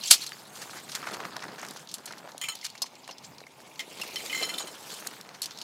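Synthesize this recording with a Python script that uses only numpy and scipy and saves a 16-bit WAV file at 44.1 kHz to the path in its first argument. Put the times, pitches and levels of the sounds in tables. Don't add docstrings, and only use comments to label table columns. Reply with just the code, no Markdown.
import sys
import numpy as np
from scipy import signal
from scipy.fft import rfft, irfft, next_fast_len
from scipy.io import wavfile
from scipy.ndimage import uniform_filter1d, map_coordinates

SR = 44100
rng = np.random.default_rng(int(sys.argv[2]) if len(sys.argv) > 2 else 0)


def unload_audio(sound):
    columns = np.transpose(np.atleast_2d(sound))
    steps = np.round(np.clip(columns, -1, 1) * 32767)
    wavfile.write(sys.argv[1], SR, steps.astype(np.int16))


def undo_db(level):
    steps = np.asarray(level, float) / 20
    return 10 ** steps


N = 248283
SPAN, LEAD = 8192, 1024


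def unit(x):
    return x / np.sqrt(np.mean(x ** 2) + 1e-20)


def along(points, hz):
    f, value = np.transpose(points)
    return np.interp(np.log(hz + 1), np.log(f + 1), value)


def curves(rows):
    s, *columns = np.transpose(rows)
    return [np.interp(np.arange(N) / SR, s, column) for column in columns]


def wobble(rate):
    knots = rng.standard_normal(int(N * rate / SR) + 4)
    return map_coordinates(knots, [np.arange(N) * rate / SR])


def place(times, sounds):
    at = np.round(times * SR).astype(int)[:, None] + np.arange(sounds.shape[1])
    return np.bincount(at.ravel(), sounds.ravel(), N + SPAN)[:N]


def coloured(x, spectrum):
    m = next_fast_len(N + SPAN)
    gain = undo_db(along(spectrum, np.fft.rfftfreq(m, 1 / SR)))
    return unit(irfft(rfft(x, m) * gain, m)[:N])


def rustle(spectrum, patchy_db, grain_db, rate):
    grains = rng.standard_normal(N) * undo_db(grain_db * wobble(rate))
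    z = signal.stft(grains, nperseg=256)[2]
    field = uniform_filter1d(rng.standard_normal(z.shape), size=5, axis=0)
    field = unit(uniform_filter1d(field, size=9, axis=1))
    patchy = signal.istft(z * undo_db(patchy_db * field), nperseg=256)[1][:N]
    return coloured(patchy, spectrum)


def resonance(f, centre, width):
    return 1j * f * width / (centre * centre - f * f + 1j * f * width)


def puffs(s, peak_db, hz, t60, sharp):
    t, f = np.arange(SPAN // 2) / SR, np.fft.rfftfreq(SPAN // 2, 1 / SR)
    puff = rng.standard_normal((len(s), len(t))) * undo_db(-60 * t / np.clip(t60, .002, .16))
    sound = irfft(rfft(puff) * resonance(f, hz, hz / sharp) ** 2)
    return place(s[:, 0], sound * undo_db(peak_db) / np.abs(sound).max(axis=1, keepdims=True))


def clacks():
    # pitch_hz [Hz], width_hz [Hz], level_db [dB]
    bundle = [(1890, 34, -39.5), (4260, 36, -3.5), (5400, 16, -5.5), (6430, 66, -7), (7490, 376, -5),
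              (8100, 52, -11), (9100, 74, -19.5), (10550, 41, -9.5), (9590, 140, -6), (12800, 83, -22)]
    # pitch_hz [Hz], level_db [dB per Hz]
    crack = [(350, -59), (600, -6), (1750, 0), (2070, 1.5), (2240, 3), (4460, 8.5), (14100, -2.5),
             (16000, -15.5)]
    s, peak_db, low_db, bright_db, t60, build = np.transpose(contacts())[:, :, None]
    t, f = (np.arange(SPAN) - LEAD) / SR, np.fft.rfftfreq(SPAN, 1 / SR)
    chatter = undo_db(2.5 * np.repeat(rng.standard_normal((len(s), SPAN // 64)), 64, axis=1))
    rise_db = 60 * t / np.clip(build, .001, .08)
    fall_db = -60 * t / np.clip(t60, .004, .15)
    shape = undo_db(np.where(t < 0, rise_db, fall_db))
    flurry = rng.standard_normal((len(s), SPAN)) * chatter * shape
    luck = rng.standard_normal((len(s), len(bundle), 2))
    body = np.full((len(s), len(f)), .4 + 0j)
    for k, (hz, width, db) in enumerate(bundle):
        centre = hz * (1 + luck[:, k, :1] / 100)
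        gain = undo_db(db - along(crack, hz) + 2.2 * luck[:, k, 1:])
        body = body + gain * resonance(f, centre, width + 150)
    lowness, brightness = np.clip((3000 - f) / 1000, 0, 1), np.clip((f - 6000) / 2000, 0, 1)
    colour = undo_db(along(crack, f) + lowness * (low_db + 19.0) + brightness * (bright_db + 12))
    sound = irfft(rfft(flurry) * body * colour, SPAN)[:, :SPAN * 3 // 4]
    sound = sound * undo_db(peak_db) / np.abs(sound).max(axis=1, keepdims=True)
    return place(s[:, 0] - LEAD / SR, sound)


def contacts():
    # start_s [s], peak_db [dB], bright_db [dB], rattle_t60_s [s]
    bare = [(.0366, -22.5, -31, 0.017), (.1806, -34, -9, .023), (.2105, -29, -14.5, .04),
            (.2185, -27, -16, 0.065), (1.3662, -24, -18.5, 0.01), (1.6866, -27.5, -10, 0.012),
            (1.709, -29, -13, 0.02), (1.8891, -34, -24, 0.11), (1.9143, -29, -18.5, 0.068),
            (1.9408, -17, -12, 0.055), (1.983, -34, -18, 0.022), (2.0579, -27.5, -7.5, 0.034),
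            (2.181, -36, -19, 0.056), (2.3186, -36, -23.5, 0.022), (2.38, -27, -8, 0.014),
            (2.5537, -28, -13.5, .019), (2.701, -33.5, -15, .021), (2.778, -32, -26, 0.04),
            (2.82, -15.5, -12.5, 0.0384), (2.9525, -39, -19, 0.031), (3.042, -41.5, -26, 0.18),
            (3.183, -33.5, -22, 0.036), (4.159, -22, -14.5, 0.02), (4.5395, -36, -3, 0.027),
            (4.939, -29.5, -9.5, 0.047), (5.4193, -15.5, -9.5, 0.022), (5.429, -23, -9, 0.035),
            (5.458, -21, -17, 0.033), (5.5747, -30.5, -24, 0.022), (5.5876, -28, -21, 0.019),
            (5.615, -24.5, -22, 0.033)]
    # start_s [s], peak_db [dB], bright_db [dB], rattle_t60_s [s]
    held = [(.1138, 0.5, -13, 0.033), (.1176, -7.5, -11, 0.074), (.125, -6.5, -11, 0.076),
            (.137, -9, -14, 0.069), (.148, -17.5, -13, 0.047), (.264, -26, -14, 0.078),
            (.2917, -29.5, -10, 0.012), (.5555, -35, -13, 0.27), (.702, -33, -22, 0.19),
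            (.9175, -25, -19, 0.096), (1.7603, -34, -22, 0.1), (2.1237, -31, -22, 0.021),
            (2.4139, -26, -10, 0.036), (2.4378, -32, -15, 0.027), (2.4843, -34, -13, 0.078),
            (2.613, -33, -25, 0.071), (3.1105, -31.5, -23.5, 0.059), (3.3828, -38, -24, 0.015),
            (3.7582, -36, -34, 0.027), (3.7935, -24, -16, 0.022), (3.803, -26.5, -19, 0.051),
            (4.0145, -25, -10.5, 0.049), (4.328, -29, -22, 0.03), (4.583, -24.5, -4, 0.054),
            (4.6758, -36, 2, .035), (4.9035, -29, -20, 0.016), (5.0711, -20.5, -8, 0.018),
            (5.212, -28, -15, 0.0076), (5.5087, -31, -25, 0.057)]
    # start_s [s], peak_db [dB], bright_db [dB], rattle_t60_s [s]
    muffled = [(.3197, -39, -18.5, 0.12), (.7667, -33, -23, 0.14), (1.0183, -31, -16, 0.011),
               (1.0388, -38, -29, 0.11), (1.1105, -32, -21, 0.018), (1.2029, -33, -17, 0.056),
               (1.424, -30, -31, 0.019), (1.4815, -34, -30, 0.071), (1.6494, -28.5, -17, 0.026),
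               (2.1097, -35, -24, 0.021), (2.2882, -36.5, -18, 0.048), (2.7528, -34.5, -17.5, 0.034),
               (3.0777, -32.5, -11, 0.013), (3.405, -35, -17, 0.017), (3.467, -38, -19, 0.024),
               (3.6032, -39.5, -10, 0.019), (3.9963, -31, -17, 0.062), (4.0338, -29, -13, 0.072),
               (4.0674, -37, -22, 0.015), (4.4917, -28.5, -3, 0.021), (5.2909, -32, -22, 0.018)]
    # start_s [s], peak_db [dB], low_db [dB], rattle_t60_s [s], build_s [s]
    tumbles = [(0.1108, 2, -21.5, 0.044, 0.017), (0.2422, -25, -15, 0.022, 0.097),
               (.6175, -27, -11.5, 0.08, 0.016), (.896, -26.5, -11, 0.057, 0.034),
               (0.9516, -16.5, -23, 0.07, 0.014), (1.069, -25, -0.5, 0.21, 0.022),
               (1.142, -24, -14, 0.04, 0.05), (1.2519, -21, 4, .03, 0.004), (1.4371, -28, 7, .056, .035),
               (1.5827, -31, -4, 0.21, 0.0055), (1.6298, -26, -1, .037, 0.016),
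               (2.0771, -33.5, -8, 0.17, 0.022), (2.6518, -19.5, -18.5, .03, 0.047),
               (2.6668, -24.5, -16.5, 0.019, 0.053), (2.8642, -33.5, -17, .067, 0.036),
               (3.0895, -40, -11, 0.16, 0.048), (3.245, -35, -16, 0.1, 0.078),
               (4.2632, -25, -12, 0.041, 0.04), (4.4163, -29, -8, .042, 0.063),
               (4.4309, -31, -10.5, .15, 0.024), (4.5983, -28.5, -30.5, 0.19, 0.045),
               (5.3495, -34, -8, 0.072, 0.059), (5.444, -24, -19.5, 0.035, 0.053)]
    build_s = 0.003
    everything = []
    for rows, low_db in [(bare, -29.5), (held, -20), (muffled, -4)]:
        everything += [(s, db, low_db, bright_db, t60, build_s) for s, db, bright_db, t60 in rows]
    everything.sort()
    for s, db, low_db, t60, build in tumbles:
        bright_db = -11.5 + 0.25 * db
        everything.append((s, db, low_db, bright_db, t60, build))
    return everything


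def rings():
    # start_s [s], third_mode_peak_db [dB], then second_db, fourth_db, top_db against it [dB]
    strikes = [(2.415, -27.5, -5, -13, -4), (2.438, -25.5, -20, -22, -10.5),
               (2.4572, -36.5, -14, -30, -4.5), (2.486, -25, -34, -1.5, -5), (2.5215, -35.5, -5, -17, -3.5),
               (3.7944, -35.5, 10, -9, -8.5), (4.1585, -30.5, 0, -1, -30), (4.204, -36.5, 4, -1, -12),
               (4.297, -29.5, -4, -16, -26), (4.3287, -31.5, 11, -3, -9), (4.347, -28, 7.5, -1.5, -12.5),
               (4.376, -30.5, 4, -5, -12.5), (4.3974, -37.5, 12, -1, -9), (4.415, -28, 1.5, -17, -11.5),
               (4.426, -24, -12, 3.5, -14.5), (4.437, -29.5, -4, -3, -8), (4.487, -33, -11, -15, -15.5),
               (4.492, -29, -1.5, -1.5, -9), (4.5391, -31.5, -17, -2, -16.5), (4.58, -33.5, -3, 4, -14),
               (4.6042, -37.5, -24, -23, -1.5), (4.6718, -39, -3, 1, -10)]
    # pitch_hz [Hz], level_db [dB], t60_s [s]
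    modes = [(1300, -12.5, 0.09), (2078, 0.5, 0.058), (2400, -4, 0.023), (2680, -6, 0.036),
             (3057, 3, 0.067), (4120, 2, 0.07), (5370, 5, 0.1), (6740, 1, 0.07), (6960, 3.5, 0.067),
             (7400, -12, 0.045), (8400, -4.5, 0.034), (9600, -12.5, 0.023), (11300, -24, 0.023),
             (13000, -14, .04)]
    free_s, grip = 4.28, 0.43
    groups = (4, 0, 4, 4, 4, 1, 3, 2, 2, 2, 2, 2, 2, 2)
    rows, t, f = np.array(strikes), np.arange(SPAN) / SR, np.fft.rfftfreq(SPAN, 1 / SR)
    fifth_db = -14.5 + .45 * rows[:, -2]
    balance = np.column_stack([rows[:, 2:], fifth_db, np.zeros(len(rows))])
    jostling = undo_db(-60 * t / 0.094) * (1 - np.exp(-t / 0.0039))
    strike = 2.14 * undo_db(-60 * t / 0.0062)
    push = rfft(rng.standard_normal((len(rows), SPAN)) * (jostling + strike))
    detune = 1 + rng.standard_normal((len(rows), len(modes))) / 300
    held_share = np.where(rows[:, :1] < free_s, grip, 1)
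    sound = np.zeros((len(rows), SPAN))
    for k, ((hz, db, t60), group) in enumerate(zip(modes, groups)):
        width = np.log(1000) / (np.pi * t60 * held_share)
        mode = irfft(push * resonance(f, hz * detune[:, [k]], width), SPAN)
        mode = mode / np.abs(mode).max(axis=1, keepdims=True)
        sound = sound + undo_db(db + balance[:, [group]]) * mode
    return place(rows[:, 0], sound * undo_db(rows[:, [1]] - 4.0))


def tinks():
    # start_s [s], peak_db [dB], pitch_hz [Hz], t60_s [s]
    touches = [(.010, -32.5, 4100, 0.033), (0.037, -32, 6300, .04), (.037, -36, 8500, .04),
               (.048, -30, 4700, .04), (.058, -28, 7400, .06), (.072, -25, 7500, 0.055),
               (.073, -33, 10800, 0.046), (.080, -27, 6440, .05), (0.081, -34, 9500, 0.042),
               (.109, -3.5, 9350, 0.042), (0.111, -9, 4540, 0.076), (.117, -13, 4350, 0.072),
               (.211, -40, 9600, 0.035), (.212, -41, 11400, .04), (.219, -27.5, 4240, .07),
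               (.228, -43, 11500, 0.066), (.264, -45, 9600, 0.032), (.265, -43, 11700, 0.027),
               (0.27, -33, 4200, .06), (0.329, -36.5, 4680, 0.05), (2.439, -27, 2320, 0.045),
               (2.462, -39, 2240, 0.11), (2.487, -30.5, 8400, 0.066), (2.612, -41, 4740, 0.018),
               (2.628, -38, 2090, 0.038), (2.649, -31, 4530, .04), (2.702, -38, 4460, 0.028),
               (3.032, -47, 4920, .08), (3.092, -36.5, 2800, 0.042), (3.112, -37, 5600, 0.025),
               (3.126, -40.5, 5040, 0.05), (3.248, -42, 6600, .04), (3.249, -40, 7500, 0.034),
               (3.250, -44, 4860, .04), (3.266, -46, 7500, 0.028), (3.382, -52, 4650, 0.028),
               (3.403, -45.5, 4000, .025), (3.428, -48, 3900, 0.016), (3.466, -42.5, 2150, 0.039),
               (3.794, -29, 3200, 0.035), (4.013, -25.5, 2795, 0.034), (4.015, -43, 4200, 0.035),
               (4.015, -33, 5300, 0.046), (4.540, -29, 3560, .05), (4.582, -25, 3590, 0.032),
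               (4.622, -31.5, 3940, .02), (5.420, -28, 4400, 0.083)]
    # start_s [s], peak_db [dB], pitch_hz [Hz], t60_s [s]
    rubs = [(2.414, -33.5, 3085, .07), (2.45, -48, 5370, 0.16), (2.486, -44.5, 1300, 0.033),
            (2.821, -25, 5140, 0.019), (2.819, -28, 4310, 0.063), (2.824, -33.5, 6100, 0.046),
            (4.159, -28.5, 3090, 0.064), (4.158, -35, 5370, 0.089), (4.298, -39, 2480, .07),
            (4.358, -35, 6670, 0.14), (4.358, -38, 7210, 0.14), (4.40, -42, 7160, .15),
            (4.425, -32, 5294, 0.2), (4.495, -37, 5370, .07), (4.584, -41, 5370, 0.088),
            (4.595, -31.5, 6920, 0.11), (4.61, -38, 8170, 0.083), (4.621, -40, 6680, .12),
            (4.677, -42.5, 8260, 0.078)]
    # start_s [s], peak_db [dB], pitch_hz [Hz]
    ticks = [(.640, -38.5, 2500), (.788, -37.5, 4500), (.992, -36, 5500), (1.118, -36, 9500),
             (1.168, -37, 5970), (1.393, -36, 3730), (1.404, -35.5, 4200), (1.4373, -36, 6500),
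             (1.52, -37, 4490), (1.5595, -39.5, 4460), (1.596, -31, 5300), (1.615, -32, 6200),
             (1.665, -33.5, 5970), (1.738, -38, 9000), (1.773, -33.5, 5500), (1.795, -38.5, 7010),
             (1.8727, -34, 4120), (2.590, -36, 4500), (2.694, -38, 3500), (3.805, -30, 4260),
             (3.438, -38, 2550)]
    ticking = puffs(*np.transpose(ticks)[:, :, None], t60=0.013, sharp=1.8)
    touching = puffs(*np.transpose(touches)[:, :, None], sharp=11)
    return ticking + touching + puffs(*np.transpose(rubs)[:, :, None], sharp=42)


def creases():
    # start_s [s], peak_db [dB], pitch_hz [Hz], t60_s [s]
    bumps = [(0.111, -28, 897, 0.07), (0.732, -30, 1200, 0.067), (0.947, -25.5, 1540, 0.18),
             (1.028, -29, 1290, 0.058), (1.068, -25, 1290, 0.11), (1.202, -29, 1150, 0.025),
             (1.247, -30, 1600, 0.032), (1.365, -30.5, 870, 0.083), (1.481, -33, 870, 0.061),
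             (1.631, -31, 1440, 0.051), (2.107, -28, 854, 0.054), (2.242, -34.5, 660, 0.13),
             (2.483, -30, 1340, 0.078), (2.818, -30, 726, 0.11), (3.09, -31, 645, 0.06),
             (4.234, -31.5, 516, 0.14), (4.414, -24.5, 480, 0.19), (4.599, -27.5, 850, 0.15),
             (4.637, -31, 384, 0.07), (5.066, -27.5, 1280, 0.033)]
    # start_s [s], peak_db [dB], pitch_hz [Hz]
    folds = [(0.319, -25, 1720), (0.562, -35, 1510), (0.694, -31, 1180), (0.771, -32, 1140),
             (0.88, -37, 1320), (0.973, -28.5, 1400), (1.001, -33, 1870), (1.028, -32, 1260),
             (1.04, -28, 1320), (1.053, -31, 1060), (1.072, -24.5, 1220), (1.087, -25.5, 1350),
             (1.096, -32, 783), (1.11, -30.5, 476), (1.138, -32, 627), (1.148, -29, 1440),
             (1.194, -37, 815), (1.202, -27, 1180), (1.214, -35, 872), (1.229, -29, 861),
             (1.236, -27.5, 1870), (1.249, -35, 1660), (1.267, -37, 950), (1.283, -36, 918),
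             (1.365, -27, 814), (1.38, -31, 824), (1.435, -37, 1050), (1.452, -31.5, 996),
             (1.486, -37.5, 603), (1.558, -43, 886), (1.586, -38, 1570), (1.611, -37, 1280),
             (1.63, -27.5, 716), (1.717, -39, 993), (1.761, -31.5, 899), (3.077, -38.5, 684),
             (3.088, -36, 640), (3.414, -38, 560), (4.033, -31, 1890), (4.641, -33.5, 401),
             (2.074, -39, 837), (2.134, -31, 1170), (2.243, -45.5, 613), (2.274, -34, 942),
               (2.291, -38, 630), (2.304, -39, 974), (2.346, -36, 595), (2.84, -33.5, 673)]
    s, peak_db, hz, t60 = np.transpose(bumps)[:, :, None]
    fold_s, fold_db, fold_hz = np.transpose(np.array(folds))[:, :, None]
    snap_s = fold_s + .0012
    return puffs(s, peak_db - 3.5, hz, t60, 1) + puffs(snap_s, fold_db + 0.5, fold_hz, .006, 1.1)


def handling():
    # time_s [s], share [0-1]
    clear = [
        (2.5, 0),
        (2.95, 0.97),
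        (4.2, 1),
        (4.5, 0.03),
    ]
    jerk, pulled = wobble(30), np.clip(curves(clear)[0], 0, 1)
    return bag(jerk, pulled) + drag(jerk, pulled)


def bag(jerk, pulled):
    # time_s [s], effort_db [dB]
    effort = [(0, -52.5), (.5, -53.5), (.64, -48), (.9, -52), (1.15, -42), (1.44, -45.5), (1.72, -46),
              (1.9, -57), (2.12, -48.5), (2.5, -58.5), (3.6, -54.5), (4.01, -46), (4.42, -42), (4.82, -49),
              (5.05, -44.5), (5.25, -51.5), (5.63, -51.5)]
    # pitch_hz [Hz], level_db [dB per Hz]
    nylon = [(120, -21), (200, -0.5), (430, 1.5), (1670, -3.5), (3500, -30.5), (4550, -47), (7700, -120)]
    (effort_db,), slack = curves(effort), undo_db(-18 * pulled)
    crumple = undo_db(effort_db - 2.2 + 1.2 * jerk) * rustle(nylon, patchy_db=1.6, grain_db=3.5, rate=400)
    crisp = signal.sosfiltfilt(signal.butter(2, 1000, "highpass", fs=SR, output="sos"), crumple)
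    snaps = slack * undo_db(effort_db - 6.0) * crackle(rate=240, spread_db=5.5)
    return crumple - (1 - slack) * crisp + snaps


def crackle(rate, spread_db):
    # pitch_hz [Hz], level_db [dB per Hz]
    fold_tone = [(250, -18), (700, -2), (1500, 0), (2800, -5), (5000, -16), (9000, -34), (16000, -60)]
    snaps = (rng.random(N) < rate / SR) * undo_db(spread_db * rng.uniform(-0.87, 1, N))
    bursts = np.convolve(snaps, np.hanning(24))[:N]
    return coloured(rng.standard_normal(N) * bursts, fold_tone)


def drag(jerk, pulled):
    # time_s [s], effort_db [dB], cloth_and_grass_db [dB]
    effort = [(0, -50, 0), (.06, -34, -10.5), (.2, -42, -10), (.515, -61.5, 2.5), (.57, -51.5, 1.5),
              (1.58, -55.5, -6), (1.72, -50, -7), (1.87, -59.5, -3), (2.39, -59, -5.5), (2.66, -51, -12),
              (2.8, -59.5, -7), (3.5, -62.5, -4), (4.01, -48, -5.5), (4.3, -44, 0), (4.75, -51, -3),
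              (4.96, -44.5, -1.5), (5.3, -59.5, -4.5), (5.63, -49.5, -9.5)]
    # pitch_hz [Hz], level_db [dB per Hz]
    metal = [(1600, -29.5), (2200, 3), (3500, 8.5), (5000, 8), (6500, 2), (9000, -12.5)]
    # pitch_hz [Hz], level_db [dB per Hz]
    cloth = [(4000, -25.5), (6500, 7.5), (8000, 7), (12000, 1), (15000, -1), (16000, -8)]
    # pitch_hz [Hz], level_db [dB per Hz]
    tube = [(1700, -7.5), (2200, 5.5), (2900, 2), (3500, -31.5)]
    effort_db, cloth_db = curves(effort)
    scrape = undo_db(effort_db + jerk) * rustle(metal, patchy_db=3.0, grain_db=2.0, rate=460)
    swish = undo_db(effort_db + cloth_db + jerk) * rustle(cloth, patchy_db=3.5, grain_db=2.0, rate=110)
    hollow = undo_db(effort_db - 2.5 + jerk) * rustle(tube, patchy_db=-0.5, grain_db=3.5, rate=120)
    return scrape + swish + pulled * hollow


def breeze():
    # time_s [s], level_db [dB]
    gusts = [
        (0, -65),
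        (1.15, -54.5),
        (2.4, -65),
        (3.15, -68.5),
        (3.3, -51),
        (3.5, -68),
        (4.3, -63.5),
        (4.9, -63),
        (5.63, -60),
    ]
    # pitch_hz [Hz], level_db [dB per Hz]
    flutter = [(30, -24.5), (70, -18.5), (140, 7.5), (250, 0), (450, -28)]
    return undo_db(curves(gusts)[0]) * rustle(flutter, patchy_db=-1.5, grain_db=1.0, rate=21)


def garden():
    # pitch_hz [Hz], level_db [dB per Hz]
    hum = [(120, -4), (200, 5), (450, -1), (900, 7.5), (1300, -2.5), (2400, -9.5), (3400, -33.5),
           (16000, -33.5)]
    return undo_db(-56.5) * rustle(hum, patchy_db=2, grain_db=1.5, rate=8)


def yard(poles):
    t = np.arange(SPAN) / SR
    scatter = rng.standard_normal(SPAN) * undo_db(-60 * t / .12) * (t > .004)
    return undo_db(-18) * signal.fftconvolve(poles, scatter / np.linalg.norm(scatter))[:N]


def scene():
    poles = clacks() + rings() + tinks()
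    return (poles + yard(poles) + creases() + handling() + breeze() + garden())[None]


def low_pass(x):
    return signal.sosfilt(signal.butter(12, 15800, fs=SR, output="sos"), x)


def record(dry):
    clipped = dry / (1 + np.abs(dry / .92) ** 8) ** (1 / 8)
    bass_cut = signal.butter(3, 78, "highpass", fs=SR, output="sos")
    top_cut = signal.ellip(4, .5, 22, 15800, fs=SR, output="sos")
    return low_pass(signal.sosfilt(np.vstack([bass_cut, top_cut]), clipped))


dry = scene()
out = record(dry)
unload_audio(out)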